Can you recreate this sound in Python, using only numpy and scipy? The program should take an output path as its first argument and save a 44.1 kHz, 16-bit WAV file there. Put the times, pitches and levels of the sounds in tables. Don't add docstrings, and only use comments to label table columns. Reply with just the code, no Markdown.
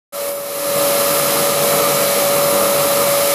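import sys
import numpy as np
from scipy import signal
from scipy.fft import rfft, irfft
from scipy.io import wavfile
from scipy.ndimage import uniform_filter1d

SR = 44100
rng = np.random.default_rng(int(sys.argv[2]) if len(sys.argv) > 2 else 0)


def to_wav(sig):
    pcm = np.clip(np.atleast_2d(sig), -1, 1) * 32767
    pcm = np.round(pcm).astype(np.int16)
    wavfile.write(sys.argv[1], SR, pcm.T)


def ratio(d):
    e = np.asarray(d, float) / 20
    return 10 ** e


N = 147294

# [t/s, airflow level/dB, motor tone level/dB, hose shading/dB]
COURSE = [(.14, -31.5, -28.5, -0.5), (.19, -30, -25.5, 1), (.29, -27, -23, -2.5), (.33, -30, -24, -5),
          (.41, -32, -27, -2), (.51, -30, -27.5, -0.5), (.7, -24.5, -20.5, 0), (.83, -21.5, -17, 0),
          (1.1, -20.5, -19, 0), (1.38, -21, -22.5, 1), (1.44, -21.5, -20.5, 1.5), (1.56, -23.5, -23, 2.5),
          (1.66, -21, -19.5, 1), (2.14, -21.5, -20, 1.5), (2.26, -22, -18, 1.5), (2.45, -21.5, -17.5, 0),
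          (3.04, -21.5, -18.5, 0.5), (3.33, -21, -18.5, 1)]
# [f/Hz, level per Hz/dB]
ROAR_SLOPE = [(15, -77), (40, -37.5), (150, -18), (280, -17.5), (520, -14), (1000, -13.5), (1400, -15.5),
              (1520, -31), (2500, -61)]
# [f/Hz, level per Hz/dB]
RUSH_SLOPE = [(850, -40.5), (1450, -9.5), (1530, -6), (2190, -1), (3550, -2.5), (4000, -2), (4400, -2.5),
              (5290, -2.5), (8500, -6), (11000, -14), (18700, -120)]
# [f/Hz, level per Hz/dB]
HISS_SLOPE = [(6000, -19), (8500, -13.5), (9550, -3), (10100, -0.5), (11300, 2), (13800, 0), (14600, -4.5),
              (15400, -2)]
# [f/Hz, width/Hz, lift/dB]
CASING_MODES = [(100, 10, 6), (147, 11, 13), (198, 34, 8), (240, 16, 6), (300, 14, 13), (360, 16, 6),
                (435, 20, 11), (471, 22, 13), (527, 16, 9), (660, 110, 6), (1120, 60, 4), (1201, 30, 8),
                (1255, 40, 10), (1335, 90, 4)]
# [f/Hz, width/Hz, lift/dB]
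HOSE_MODES = [(1600, 50, 5), (1824, 18, 10), (1915, 16, 7), (1957, 18, 9), (2033, 18, 7), (2120, 18, 6),
              (2198, 18, 7), (2440, 40, 4), (2770, 22, 6), (3062, 22, 4), (4030, 330, 5), (4650, 40, 4),
              (5280, 90, 3), (7520, 140, 3)]
# [f/Hz, width/Hz, lift/dB]
NOZZLE_MODES = [(10210, 200, 5), (10470, 40, 4), (11000, 120, 4), (11204, 40, 3), (11460, 50, 4),
                (12090, 40, 5), (12250, 80, 4), (12900, 160, 3), (13510, 260, 4), (14200, 200, 3),
                (14830, 60, 3)]
# [shaft order, level/dB, flutter/dB]
SHAFT_ORDERS = [(2, -23, 3), (3, -25, 2), (4, -21, 3), (9, -22, 2), (10, -31, 2), (18, -26, 2)]
# [centre t/s, low f/Hz, high f/Hz, left-right level against the airflow/dB]
SIDE_BANDS = [(.372, 6300, 8300, -12), (.372, 11700, 13100, -6), (.418, 12400, 13800, -9),
              (.998, 11700, 13100, -9), (1.254, 9600, 11000, -6), (1.509, 10300, 12400, -7.5),
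              (1.672, 6900, 8940, -11), (1.95, 4200, 5200, -12), (1.95, 5700, 6900, -13),
              (2.136, 13800, 15200, -13), (2.229, 11000, 12400, -9), (2.345, 12400, 13800, -9),
              (2.438, 11700, 13100, -9), (2.438, 5200, 6300, -14), (2.508, 6900, 8300, -12),
              (3.32, 6900, 8300, -13)]


def evened(x):
    return x / np.sqrt(np.mean(x ** 2) + 1e-20)


def course(column):
    rows = np.array(COURSE)
    return np.interp(np.arange(N) / SR, rows[:, 0], rows[:, column])


def drift(per_s):
    t = np.arange(0, N, 64) / SR
    rates = np.geomspace(0.3, per_s, num=24)[:, None]
    waves = np.sin(2 * np.pi * (rates * t + rng.random((24, 1)))) / np.sqrt(rates)
    return np.interp(np.arange(N) / SR, t, evened(waves.sum(0)))


def turbulence():
    patchy_db, flicker_db = -0.1, 0.5
    frames = N // 128 + 5
    real, imaginary, patches = rng.standard_normal((frames, 257, 3)).T
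    patches = uniform_filter1d(patches, size=6, axis=0)
    patches = evened(uniform_filter1d(patches, size=20, axis=1))
    flicker = rng.standard_normal(frames)
    spectrum = (real + 1j * imaginary) * ratio(patchy_db * patches + flicker_db * flicker)
    return signal.istft(spectrum, nperseg=512, noverlap=384)[1][:N]


def room(x):
    t60_s, tail_db = 0.25, -13
    taps = np.zeros(8000)
    at = np.arange(80, 7980, 20) + rng.integers(0, 20, size=395)
    taps[at] = rng.choice([-1., 1.], size=395) * ratio(-60 * at / SR / t60_s)
    tail = signal.fftconvolve(x, taps / np.linalg.norm(taps))[:N]
    return evened(x + ratio(tail_db) * tail)


def coloured(x, slope, modes):
    hz = np.fft.rfftfreq(N, 1 / SR)
    f, db = np.transpose(slope)
    lift = 1
    for centre, width, lift_db in modes:
        lift = lift + (ratio(2 * lift_db) - 1) / (1 + (2 * (hz - centre) / width) ** 2) ** 2
    broad = ratio(np.interp(np.log(hz + 1), np.log(f + 1), db, left=-90, right=-90))
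    return evened(irfft(rfft(x) * broad * np.sqrt(abs(lift)), N))


def casing_roar(air):
    buffet_db, buffet_per_s = 1.2, 30
    thin_below_hz, thin_db, thin_until_s, full_from_s = 300, -3.5, 0.22, 0.56
    level_db = 0.31 * course(3) + buffet_db * drift(buffet_per_s)
    roar = ratio(level_db) * coloured(air, ROAR_SLOPE, CASING_MODES)
    bass = signal.sosfiltfilt(signal.butter(2, thin_below_hz, fs=SR, output="sos"), roar)
    bass_db = np.interp(np.arange(N) / SR, [thin_until_s, full_from_s], [thin_db, 0])
    return roar - bass * (1 - ratio(bass_db))


def hose_rush(air):
    return ratio(-3 + course(3)) * coloured(air, RUSH_SLOPE, HOSE_MODES)


def nozzle_hiss(air):
    return ratio(-1) * coloured(air, HISS_SLOPE, NOZZLE_MODES)


def airflow():
    air = room(turbulence())
    return ratio(course(1)) * (casing_roar(air) + hose_rush(air) + nozzle_hiss(air))


def motor():
    shaft_hz, waver_hz, waver_per_s, tremble_db = 567.5, 0.35, 6, 0.6
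    turn = 2 * np.pi * np.cumsum(shaft_hz + waver_hz * drift(waver_per_s)) / SR
    first = ratio(course(2) + tremble_db * drift(25)) * np.sin(turn)
    upper = np.zeros(N)
    for order, db, flutter_db in SHAFT_ORDERS:
        tone = np.sin(np.round(order) * turn + order)
        upper += ratio(db + flutter_db * drift(12)) * tone
    return np.sqrt(2) * (first + ratio(course(1) + 3) * upper)


def side_noise():
    size = 2048
    hz = np.fft.rfftfreq(size, 1 / SR)
    side = np.zeros(N + size)
    window = signal.windows.kaiser_bessel_derived(size, 4 * np.pi)
    for centre_s, low_hz, high_hz, db in SIDE_BANDS:
        band = (hz > low_hz) * (hz < high_hz)
        burst = evened(irfft(rfft(rng.standard_normal(size)) * band, size))
        at = round(centre_s * SR) - size // 2
        side[at:at + size] += ratio(db) * window * burst
    return side[:N] * ratio(course(1) - 0.5)


def scene():
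    return np.tile(airflow() + motor(), (2, 1))


def band_limit(x):
    return signal.sosfilt(signal.butter(12, 15310, fs=SR, output="sos"), x)


def record(dry):
    start_s, fade_in_s = 0.1232, 0.027
    fade = np.clip((np.arange(N) / SR - start_s) / fade_in_s, 0, 1) ** 0.62
    left_right = np.array([[1], [-1]]) * side_noise()
    return band_limit((dry + left_right) * fade)


dry = scene()
out = record(dry)
to_wav(out)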